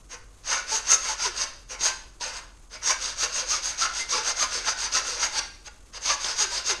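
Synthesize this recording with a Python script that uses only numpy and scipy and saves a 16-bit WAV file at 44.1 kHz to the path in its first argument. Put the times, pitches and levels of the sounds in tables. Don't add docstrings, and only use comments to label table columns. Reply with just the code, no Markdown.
import sys
import numpy as np
from scipy import signal
from scipy.fft import rfft, irfft, next_fast_len
from scipy.io import wavfile
from scipy.ndimage import map_coordinates

SR = 44100
rng = np.random.default_rng(int(sys.argv[2]) if len(sys.argv) > 2 else 0)


def amplitude_ratio(level_db):
    exponent = np.asarray(level_db, float) / 20
    return 10 ** exponent


def bounce(signal):
    frames = np.transpose(np.atleast_2d(signal))
    limited = np.clip(frames, -1, 1)
    pcm = np.round(limited * 32767).astype(np.int16)
    wavfile.write(sys.argv[1], SR, pcm)


N = 299880
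TIME = np.arange(N) / SR

# (start [s], fastest [s], end [s], rasp level [dB], body over rasp [dB])
PUSH_STROKES = [(0.423, 0.526, 0.64, -26, -7), (0.823, 0.925, 0.98, -23.5, -7.5),
                (1.153, 1.258, 1.307, -24, -9), (1.77, 1.867, 1.932, -23.5, -9),
                (2.796, 2.902, 2.96, -25.5, -6.5), (3.14, 3.239, 3.28, -25.5, -8),
                (3.436, 3.532, 3.62, -26, -10.5), (3.75, 3.831, 3.89, -24.5, -7.5),
                (4.067, 4.14, 4.245, -24.5, -8.5), (4.333, 4.426, 4.47, -24.5, -9.5),
                (4.62, 4.684, 4.756, -25, -6.5), (4.899, 4.958, 5.03, -23.5, -9),
                (5.16, 5.236, 5.29, -24.5, -7.5), (5.989, 6.112, 6.17, -24, -7),
                (6.331, 6.422, 6.466, -24.5, -7.5), (6.622, 6.706, 6.75, -24.5, -8.5)]
# (centre [Hz], width [Hz], relative level [dB])
BODY_MODES = [(357, 18, -15), (497, 97, 1.5), (602, 121, -3), (872, 57, 7), (1036, 150, 1), (1104, 37, 7),
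              (1335, 69, 1.5), (1382, 97, 10.5), (1466, 114, 1.5), (1540, 13.5, 3.5), (1693, 180, -14),
              (1980, 25, -35), (2085, 34, -1.5), (2264, 60, 7), (2730, 250, -9)]
# (frequency [Hz], relative density [dB per Hz])
RASP_SPECTRUM = [(150, -83), (250, -17.5), (435, -18.5), (799, -10), (870, -14), (1330, -2), (3120, -10),
                 (4700, -5.5), (5420, -12), (6330, -8), (7400, -41.5), (9620, -34), (16300, -120)]


def unit(x):
    return x / np.sqrt(np.mean(x ** 2) + 1e-20)


def along(points, hz):
    f, v = np.transpose(points)
    return np.interp(np.log(hz + 1), np.log(f + 1), v)


def wobble(knots_per_s):
    knots = rng.standard_normal(int(N * knots_per_s / SR) + 4)
    return map_coordinates(knots, [TIME * knots_per_s])


def filtered(x, response):
    m = next_fast_len(N + SR // 2)
    return irfft(rfft(x, m) * response(np.fft.rfftfreq(m, 1 / SR)), m)[:N]


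def coloured(x, spectrum):
    return unit(filtered(x, lambda hz: amplitude_ratio(along(spectrum, hz))))


def rung(x, modes, damp_db):
    total = 0
    for k, (centre_hz, width_hz, db) in enumerate(modes):
        gain = amplitude_ratio(db + damp_db * wobble(14))
        mode = filtered(x, lambda f: 1j * f * width_hz / (centre_hz ** 2 - f * f + 1j * f * width_hz))
        total = total + (-1) ** k * gain * mode
    return unit(total)


def room_floor():
    # (frequency [Hz], relative density [dB per Hz])
    hum_spectrum = [(12, -8), (25, -8), (34, -5), (43, 0), (52, -6), (64, -18), (80, -40)]
    # (frequency [Hz], relative density [dB per Hz])
    hiss_spectrum = [(47, -4.5), (80, -5.5), (173, -15.5), (315, -15), (586, -21), (710, -22.5), (958, -24),
                     (1110, -19), (4110, -56), (6440, -26.5), (9270, -30), (12000, -42), (13300, -23.5)]
    hum = coloured(rng.standard_normal(N), hum_spectrum)
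    hum = unit(hum / (.6 + np.abs(signal.hilbert(hum))))
    hiss = coloured(rng.standard_normal(N), hiss_spectrum)
    return amplitude_ratio(-51.5) * hum + amplitude_ratio(-54.5) * hiss


def garage(x):
    # (frequency [Hz], T60 [s])
    decay_times = [(300, 0.62), (1000, 0.47), (4000, 0.52), (8000, 0.44), (12000, 0.4)]
    step, delay_samples = SR // 5, 260
    padded = np.pad(x, (step, 2 * step))
    window = signal.windows.hann(2 * step, sym=False)
    out = np.zeros(N + 2 * SR)
    for at in range(0, N + step, step):
        hz, t, z = signal.stft(rng.standard_normal(SR * 2 // 3), SR, nperseg=256)
        decay = amplitude_ratio(-60 * t / along(decay_times, hz)[:, None])
        tail = signal.istft(z * decay, SR, nperseg=256)[1]
        wet = signal.fftconvolve(padded[at:at + 2 * step] * window, tail / np.linalg.norm(tail))
        out[at:at + len(wet)] += wet
    return np.pad(out[step:], (delay_samples, 0))[:N]


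def singing():
    # (start [s], length [s], pitch before waver [Hz], peak before flutter [dB])
    sung_notes = [(0.117, 0.062, 480, -50), (0.558, 0.055, 1463, -33.5), (0.716, 0.06, 885, -31),
                  (0.718, 0.052, 433, -43.5), (0.902, 0.13, 1300, -35.5), (1.086, 0.056, 876, -31),
                  (1.704, .06, 512, -47), (1.87, 0.088, 1556, -37), (1.876, 0.053, 1043, -41),
                  (2.205, 0.032, 968, -37.5), (2.249, 0.05, 514, -43), (2.876, 0.11, 1024, -39),
                  (2.929, 0.062, 1600, -39), (3.413, 0.052, 514.3, -39.5), (3.988, 0.094, 2076, -34),
                  (4.439, 0.039, 1033, -33), (4.717, 0.1, 1503, -39.5), (4.96, 0.059, 1025, -37.5),
                  (5.365, .05, 1598, -34.5), (6.095, 0.1, 1133, -35), (6.117, .03, 1700, -32),
                  (6.403, 0.037, 866, -37), (6.43, 0.11, 1550, -40), (6.516, 0.054, 964, -37.5)]
    # (start [s], length [s], peak before flutter [dB])
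    sag_notes = [(1.249, 0.073, -39.5), (6.404, 0.1, -43), (6.689, 0.0745, -36)]
    sag_from_hz, sag_to_hz = 478, 343
    out, waver = np.zeros(N), 1 + .003 * wobble(70)
    notes = [(s, length_s, hz, hz, db) for s, length_s, hz, db in sung_notes]
    notes += [(s, length_s, sag_from_hz, sag_to_hz, db) for s, length_s, db in sag_notes]
    for s, length_s, first_hz, last_hz, db in notes:
        u = np.clip((TIME - s) / length_s, 0, 1)
        hz = last_hz + (first_hz - last_hz) * (1 - u) ** 2
        swell = np.sin(np.pi * u ** .65) ** .9
        out += amplitude_ratio(db) * swell * np.sin(2 * np.pi * np.cumsum(hz * waver) / SR)
    return out * amplitude_ratio(2 * wobble(60))


def catches():
    # (start [s], nominal peak [dB])
    catch_times = [(0.115, -35), (0.436, -43), (1.701, -36), (1.809, -19), (2.21, -22.5), (3.793, -30),
                   (4.092, -23), (4.922, -26), (5.659, -38), (5.933, -48), (6.061, -21), (6.244, -16)]
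    crest_db, t60_s = 9, .045
    start_s, peak_db = np.transpose(catch_times)
    since_s = TIME[:, None] - start_s
    decay = amplitude_ratio(peak_db - crest_db - 60 * np.abs(since_s) / t60_s)
    burst = np.sum(decay * (since_s > 0), axis=1)
    return burst * coloured(rng.standard_normal(N), [(1200, -17)] + RASP_SPECTRUM[6:])


def speeds(rows):
    return np.array([np.sin(np.pi / 2 * np.interp(TIME, row[:3], [0, 1, 0])) for row in rows])


def teeth():
    # (tooth rate at top speed, before unevenness [Hz], nominal level [dB])
    tooth_rates = [(950, -35), (1400, -28), (1000, -32), (1100, -36), (1050, -34), (1400, -36), (1250, -34),
                   (1370, -29.5), (1140, -29), (1250, -29), (1320, -32), (1350, -30), (1400, -34),
                   (1170, -28), (1330, -36), (1380, -31)]
    speed, (top_hz, db) = speeds(PUSH_STROKES), np.transpose(tooth_rates)
    rate_hz = top_hz @ speed ** 1.4
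    level = amplitude_ratio(db) @ speed ** 14
    uneven = 1 + .025 * wobble(250)
    phase = 2 * np.pi * np.cumsum(rate_hz * uneven) / SR
    return phase, level * amplitude_ratio(2.5 * wobble(90))


def tooth_tone(phase, level):
    tone = level * (np.sin(phase) + 0.31 * np.sin(2 * phase) + 0.12 * np.sin(3 * phase))
    return np.std(tone) * unit(.85 * unit(tone) + .5 * rung(tone, BODY_MODES, damp_db=0))


def strokes():
    # (start [s], fastest [s], end [s], rasp level [dB], body over rasp [dB])
    pull_strokes = [(0.08, 0.135, 0.17, -39.5, -2), (0.646, 0.742, 0.82, -27, -4.5),
                    (0.97, 1.101, 1.17, -29, -5), (1.313, 1.436, 1.455, -27.5, -5.5),
                    (1.678, 1.722, 1.78, -38.0, -1.5), (2.193, 2.224, 2.382, -33.5, -4),
                    (2.29, 2.374, 2.418, -38, -2), (2.686, 2.751, 2.79, -41.5, -3),
                    (2.964, 3.054, 3.175, -30, -7.5), (3.285, 3.388, 3.46, -29, -7),
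                    (3.601, 3.66, 3.79, -31.5, -4.5), (3.89, 3.995, 4.056, -29.5, -6.5),
                    (4.199, 4.287, 4.35, -27, -6.5), (4.484, 4.544, 4.66, -29, -6.5),
                    (4.743, 4.83, 4.904, -28.5, -6), (5.013, 5.09, 5.24, -30.5, -5.5),
                    (5.289, 5.394, 5.4, -26.5, -6), (5.631, 5.681, 5.685, -42, -2.5),
                    (5.914, 5.968, 5.99, -39, -2), (6.162, 6.279, 6.39, -30, -4.5),
                    (6.474, 6.552, 6.639, -29.5, -7.0)]
    rasp_power, body_power, blade_power, edge_power = 2.16, 1.6, 2.09, 2.4
    blade_over_rasp_db, edge_over_rasp_db = (-6.5, -3.5), (-16, -11.5)
    body_surge_db, blade_surge_db, surge_power = -4, -6, 40
    blade_growth_db_per_s, body_lag_s = 0.3651, .004
    rows = np.array(PUSH_STROKES + pull_strokes)
    pulled = (np.arange(len(rows)) >= len(PUSH_STROKES)) * 1
    speed, fastest_s, rasp_db = speeds(rows), rows[:, 1], rows[:, 3]
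    peak = (1 - pulled[:, None]) * speed ** surge_power

    def layer(db, power, surge):
        return np.sqrt(amplitude_ratio(db) ** 2 @ (speed ** power + surge * peak) ** 2)

    body = layer(rasp_db + rows[:, 4], body_power, amplitude_ratio(body_surge_db))
    body = np.interp(TIME - body_lag_s, TIME, body)
    blade_db = rasp_db + np.take(blade_over_rasp_db, pulled) + blade_growth_db_per_s * fastest_s
    blade = layer(blade_db, blade_power, amplitude_ratio(blade_surge_db))
    edge = layer(rasp_db + np.take(edge_over_rasp_db, pulled), edge_power, 0)
    return layer(rasp_db, rasp_power, 0), body, blade, edge


def snags():
    bites_per_s, fall_s, bite_db = 45, .003, 3
    hits = (rng.random(N) < bites_per_s / SR) * rng.exponential(1, N)
    snag = signal.lfilter([1], [1, -np.exp(-1 / (fall_s * SR))], hits)
    return amplitude_ratio(bite_db * np.minimum(snag, 3 / 2))


def fibres(clump_db, bite):
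    return unit(rng.standard_normal(N) * amplitude_ratio(clump_db * wobble(300) + 0.6 * clump_db * wobble(70)) * bite)


def saw(phase, level):
    # (centre [Hz], width [Hz], relative level [dB])
    blade_modes = [(2767, 53, -5.5), (3070, 83, -44), (3726, 39, -4), (4590, 40, -43), (4580, 170, -2.5),
                   (4755, 40, 9.5), (4940, 260, 1.5), (5220, 48, 8.5)]
    # (centre [Hz], width [Hz], relative level [dB])
    top_modes = [(5790, 220, -3), (5940, 37, 4), (6370, 345, -1.5), (6392, 86, -0.5), (6540, 160, -1.5)]
    # (frequency [Hz], relative density [dB per Hz])
    edge_spectrum = [(4120, -33.5), (7000, -11.5), (7370, -2.5), (9000, -4), (10100, -20), (11200, -8.5),
                     (12700, -58), (13300, -71)]
    rasp, body, blade, edge = (envelope * amplitude_ratio(1.1 * np.tanh(wobble(28))) for envelope in strokes())
    bite = 1 + 0.42 * (level > 0) * np.cos(phase)
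    woody, steely = fibres(2.24, bite), fibres(0.51, bite * snags())

    low_spectrum = RASP_SPECTRUM[:7] + [(4000, -77)]
    mid_spectrum = [(1800, -27.5)] + RASP_SPECTRUM[6:8] + [(6200, -32.5)]
    high_spectrum = [(4600, -56.0)] + RASP_SPECTRUM[8:]
    low = 0.73 * rung(body * woody, BODY_MODES, damp_db=3)
    low += 0.67 * coloured(body * woody, low_spectrum)
    mid = 0.71 * rung(blade * steely, blade_modes, damp_db=-2.0)
    mid += 0.6 * coloured(blade * steely, mid_spectrum)
    high = 0.99 * rung(rasp * steely, top_modes, damp_db=4.5)
    high += 0.55 * coloured(rasp * steely, high_spectrum)
    thin = coloured(edge * fibres(1.0, bite), edge_spectrum)

    def rms(envelope):
        return np.sqrt(np.mean(envelope ** 2))

    rasping = amplitude_ratio(-1.0) * rms(body) * low + amplitude_ratio(-1.5) * rms(blade) * mid
    rasping += amplitude_ratio(-4.5) * rms(rasp) * high
    return rasping + amplitude_ratio(-0.5) * rms(edge) * thin


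def scene():
    # (frequency [Hz], level [dB])
    wet_gain = [(500, -3.5), (1500, -2.5), (3800, -5), (6300, -10), (9000, -6.5)]
    notes_wet_db = -5
    phase, level = teeth()
    rasp = saw(phase, level) + catches()
    notes = tooth_tone(phase, level) + singing()
    tail = garage(rasp + amplitude_ratio(notes_wet_db) * notes)
    tail = filtered(tail, lambda hz: amplitude_ratio(along(wet_gain, hz)))
    return (rasp + notes + tail + room_floor())[None]


def band_limit(x):
    return signal.sosfilt(signal.butter(12, 13490, fs=SR, output="sos"), x)


def record(dry):
    # (frequency [Hz], gain [dB])
    mic_response = [(5900, 1), (6450, 4.5), (6850, 0.5), (9500, -2.5), (11000, -7), (12200, -10.5),
                    (13300, -34), (14000, -77)]
    heard = filtered(dry[0], lambda hz: amplitude_ratio(along(mic_response, hz)))
    return band_limit(heard[None])


dry = scene()
out = record(dry)
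bounce(out)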